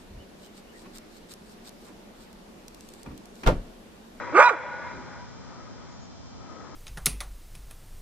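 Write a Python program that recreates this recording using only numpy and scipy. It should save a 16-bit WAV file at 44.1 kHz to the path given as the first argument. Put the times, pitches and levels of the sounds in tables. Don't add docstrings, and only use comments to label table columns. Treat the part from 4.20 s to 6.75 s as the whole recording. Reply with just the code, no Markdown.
import sys
import numpy as np
from scipy import signal
from scipy.fft import rfft, irfft
from scipy.io import wavfile
from scipy.ndimage import uniform_filter1d

SR = 44100
rng = np.random.default_rng(int(sys.argv[2]) if len(sys.argv) > 2 else 0)


def to_wav(s):
    ch = np.atleast_2d(s).T
    pcm = np.round(np.clip(ch, -1, 1) * 32767)
    wavfile.write(sys.argv[1], SR, pcm.astype(np.int16))


N = 112454
T = np.arange(N) / SR
HZ = np.fft.rfftfreq(N, 1 / SR)


def amp(db):
    return 10 ** (np.asarray(db) / 20)


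def unit(x):
    return x / np.sqrt(np.mean(x ** 2) + 1e-20)


def read(points, hz):
    freq_hz, value = np.transpose(points)
    return np.interp(np.log(hz + 1), np.log(freq_hz + 1), value)


def curves(rows):
    time_s, *columns = np.transpose(rows)
    return [np.interp(T, time_s, column) for column in columns]


def gate(rows):
    return np.clip(np.minimum(T - rows[0][0], rows[-1][0] - T) / .008 + 1, 0, 1)


def swell(peak_s, length_s):
    return np.exp(-(2 * (T - peak_s) / length_s) ** 2)


def pan(db):
    return np.array([amp(db / 2), amp(-db / 2)]).reshape(2, -1)


def noise(gain):
    return unit(irfft(rfft(rng.standard_normal(N)) * gain, N))


def wander(rate_hz):
    return noise(1 / (1 + (HZ / rate_hz) ** 4))


def peak(hz, width_hz):
    return 1 / (1 + ((HZ - hz) / (.78 * width_hz)) ** 2) ** 1.5


def resonant(colour, rings):
    ring_power = sum((amp(db) * peak(hz, width)) ** 2 for hz, width, db in rings)
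    return np.sqrt(amp(read(colour, HZ)) ** 2 + ring_power)


def air():
    # freq_hz, gain_db
    mid_colour = [(25, -46), (55, -3), (130, -2), (230, -2), (340, -12.5), (760, -9.5), (1400, -15.5),
                  (2300, -25), (4200, -25.5), (5400, -21.5), (7000, -28.5), (8200, -38.5)]
    # freq_hz, gain_db
    side_colour = [(22, -39.5), (50, -9), (100, -2.5), (170, -6.5), (300, -12), (600, -22), (1300, -26.5),
                   (1900, -34), (4200, -33.5), (5000, -26.5), (6900, -33), (8200, -44.5)]
    # freq_hz, pan_db
    lean = [(60, -3), (300, 3), (1300, 2), (2500, -0.5), (6000, 1)]
    mid = amp(-50.5) * noise(amp(read(mid_colour, HZ)))
    side = amp(-45.5) * noise(amp(read(side_colour, HZ)))
    ears = np.array([mid + side, mid - side])
    return irfft(rfft(ears) * pan(read(lean, HZ)), N)


def drone():
    # time_s, level_db
    levels = [(0, -42.5), (1.08, -62), (1.32, -51), (1.55, -53.5), (1.85, -63), (2.1, -68), (2.24, -50),
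              (2.45, -47.5), (2.56, -49)]
    # freq_hz, gain_db
    colour = [(100, -29.5), (270, -1.5), (450, -4.5), (700, -9), (1050, -9.5), (1500, -15.5), (2000, -17),
              (4000, -48)]
    # freq_hz, width_hz, gain_db
    ring = [(1275, 102, 0.35)]
    return pan(db=9.5) * amp(curves(levels)[0]) * noise(resonant(colour, ring))


def hum():
    # pitch_hz, waver_hz, level_db, pan_db
    tones = [(246.9, 4.5, -62, 12.5), (2326, 10, -80.5, 22), (3140, 16, -73.5, -11.5), (3520, 38, -73, 6),
             (4075, 14, -76.5, -16.5)]
    sound = np.zeros((2, N))
    for pitch_hz, waver_hz, level_db, pan_db in tones:
        phase = 2 * np.pi * np.cumsum(pitch_hz + waver_hz * wander(rate_hz=26.8)) / SR
        sound += pan(pan_db) * amp(level_db) * np.sqrt(2) * np.sin(phase)
    return sound


def tree_echo(sound):
    # delay_s, relative_db
    decay = [(.015, 9), (.09, 9.5), (.2, 6), (.33, 1.5), (.46, 0.5), (.58, -8.5), (.75, -8), (.92, -20),
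             (1.6, -19)]
    # freq_hz, gain_db
    colour = [(150, -20), (400, -7), (560, -2), (820, 1), (980, -2), (1230, -9), (1500, -1), (1900, 3),
              (2500, -5), (3300, 3), (3950, -4.5), (8000, -12.5)]
    shape = gate(decay) * amp(curves(decay)[0])
    bounces = rng.standard_normal((2, N)) * shape / np.linalg.norm(shape)
    bounces = irfft(rfft(bounces) * amp(read(colour, HZ)), N)
    mid, side = signal.fftconvolve(sound[None], bounces, axes=1)
    side = side * amp(-10.5)
    return amp(-17) * pan(db=1.1) * np.array([mid + side, mid - side])


def vocal_folds(pitch_hz, jitter, multiples):
    # freq_hz, gain_db
    colour = [(200, -11), (350, 2), (560, 1), (740, 1), (970, -0.5), (1470, -0.5), (1800, -36),
              (2000, -12.5), (2420, -8), (2900, -36), (3450, -35), (3720, -39.5), (3925, -26),
              (4200, -51.5)]
    wobble_hz, loudness_wobble = 281, 0.2
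    phase = 2 * np.pi * np.cumsum(pitch_hz * (1 + jitter * wander(wobble_hz))) / SR
    tones = []
    for k in multiples:
        strength = amp(read(colour, k * pitch_hz)) * (1 + loudness_wobble * wander(wobble_hz))
        tones.append(np.sqrt(2) * strength * np.cos(k * phase))
    return tones


def grunt():
    # time_s, pitch_hz, relative_db
    path = [(.128, 271.3, -35), (.147, 334, -28.5), (.163, 372.5, -22.5), (.178, 463.3, -26),
            (.192, 511, -12), (.207, 591, -20), (.222, 584, -31.5), (.238, 603, -40)]
    pitch_hz, level_db = curves(path)
    lowest, *overtones = vocal_folds(pitch_hz, jitter=0.046, multiples=range(1, 8))
    return gate(path) * amp(level_db) * (lowest + amp(-14) * sum(overtones))


def rasp():
    # time_s, relative_db
    levels = [(.135, -60), (.152, -22.5), (.166, -16.5), (.18, -11), (.21, -8), (.228, -11), (.242, -19),
              (.277, -38.5), (.296, -15), (.312, -31), (.34, -36)]
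    # freq_hz, gain_db
    colour = [(150, -61.5), (320, -51.5), (520, -22), (720, -10.5), (950, -8), (1500, -9), (1800, -14.5),
              (2400, -19.5), (3000, -33.5), (4200, -40.5), (8000, -38)]
    # freq_hz, width_hz, gain_db
    rings = [(1189, 153, 3), (1450, 120, 2), (2130, 200, -13), (2345, 90, -11)]
    smooth_s, evenness = .004, 0.87
    ringing = noise(resonant(colour, rings))
    smoothed_power = irfft(rfft(ringing ** 2) * np.exp(-(HZ * smooth_s) ** 2), N)
    even = unit(ringing / (abs(smoothed_power) + 1e-3) ** (evenness / 2))
    return gate(levels) * amp(curves(levels)[0]) * even


def teeth_hiss():
    # peak_s, length_s, freq_hz, width_hz, relative_db
    rings = [(0.163, 0.034, 2710, 160, -41), (0.178, 0.035, 4530, 200, -45.5),
             (0.227, 0.094, 3470, 160, -42), (0.248, 0.045, 5450, 110, -41),
             (0.273, 0.054, 3912, 70, -36.5)]
    # freq_hz, gain_db
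    colour = [(1500, -39.5), (3000, -18.5), (5000, -5.5), (8000, -10.5)]
    ringing = sum(amp(db) * swell(peak_s, length_s) * noise(peak(hz, width_hz))
                  for peak_s, length_s, hz, width_hz, db in rings)
    rush = amp(-36.5) * swell(peak_s=0.24, length_s=0.11) * noise(amp(read(colour, HZ)))
    return ringing + rush


def yelp():
    # time_s, pitch_hz, relative_db, halfway_gain_db
    path = [(.188, 852.5, -19.5, -30.5), (.206, 929.7, -17.5, -7.5), (.235, 971, -15.5, -2),
            (.252, 977.2, -14, -6.5), (.268, 979, -12.5, -5), (.28, 968, -13, -5.5), (.292, 709, -41.5, 14),
            (.311, 501.4, -26, -27.5), (.326, 390.6, -40.5, -27), (.35, 289.5, -40, -28)]
    pitch_hz, level_db, halfway_db = curves(path)
    lowest, *tones = vocal_folds(pitch_hz, jitter=0.013, multiples=np.arange(1, 10) / 2)
    whole = sum(tones[::2])
    halfway = amp(-23.5) * lowest + sum(tones[1::2])
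    return gate(path) * amp(level_db) * (whole + amp(halfway_db) * halfway)


def close_by(sound):
    # delay_s, left_gain, right_gain
    reflections = [(.0043, -0.049, 0.065), (0.0127, -0.12, 0.077), (0.03, 0.012, 0.17)]
    left_lag_s = .000068
    bounces = sum(np.array([[left], [right]]) * np.interp(T - delay_s, T, sound)
                  for delay_s, left, right in reflections)
    left_ear = irfft(rfft(sound) * np.exp(-2j * np.pi * HZ * left_lag_s), N)
    return pan(db=-4) * (np.array([left_ear, sound]) + bounces)


def dog():
    lowest_hz, earlier_s = 269, 0.48
    no_bass = signal.butter(6, lowest_hz, "high", fs=SR, output="sos")
    hoarse, clear = amp(4.06) * signal.sosfilt(no_bass, [grunt() + rasp() + teeth_hiss(), yelp()])
    to_trees = hoarse + amp(-0.5) * clear
    earlier_echo = amp(-1.5) * tree_echo(to_trees)[:, round(earlier_s * SR):][:, :N]
    return close_by(hoarse + clear) + tree_echo(to_trees)[:, :N] + earlier_echo


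def bump():
    # freq_hz, gain_db
    colour = [(40, -13), (95, -1.5), (210, -2), (380, -2.5), (700, -50), (2000, -56)]
    start_s, rise_s = .715, 0.048
    age = np.maximum(T - start_s, 0) / rise_s
    return amp(-44.5) * age * np.exp(1 - age) * noise(amp(read(colour, HZ)))


def thin_calls():
    # peak_s, length_s, pitch_hz, level_db
    calls = [(1.732, 0.081, 6800, -67), (1.845, 0.077, 6740, -63)]
    return sum(amp(db) * swell(peak_s, length_s) * noise(peak(hz, width_hz=220))
               for peak_s, length_s, hz, db in calls)


def scene():
    return dog() + air() + drone() + bump() + hum() + thin_calls()


def record(dry):
    limit_db, cut_share, recover_db_per_s = -21.5, 0.34, 38
    ceiling, top_hz = .93, 8350
    power = uniform_filter1d((dry ** 2).mean(0), size=400)
    power_db = 10 * np.log10(abs(power) + 1e-12)
    fall_db = T * recover_db_per_s
    held_db = np.maximum.accumulate(power_db + fall_db) - fall_db
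    over_db = np.maximum(held_db - limit_db, 0)
    dipped = dry * amp(-cut_share * uniform_filter1d(over_db, size=200))
    rounded = dipped / (1 + (dipped / ceiling) ** 8) ** (1 / 8)
    treble_cut = signal.firwin(401, top_hz, window=("kaiser", 8), fs=SR)
    return signal.oaconvolve(rounded, treble_cut[None], "same")


dry = scene()
out = record(dry)
to_wav(out)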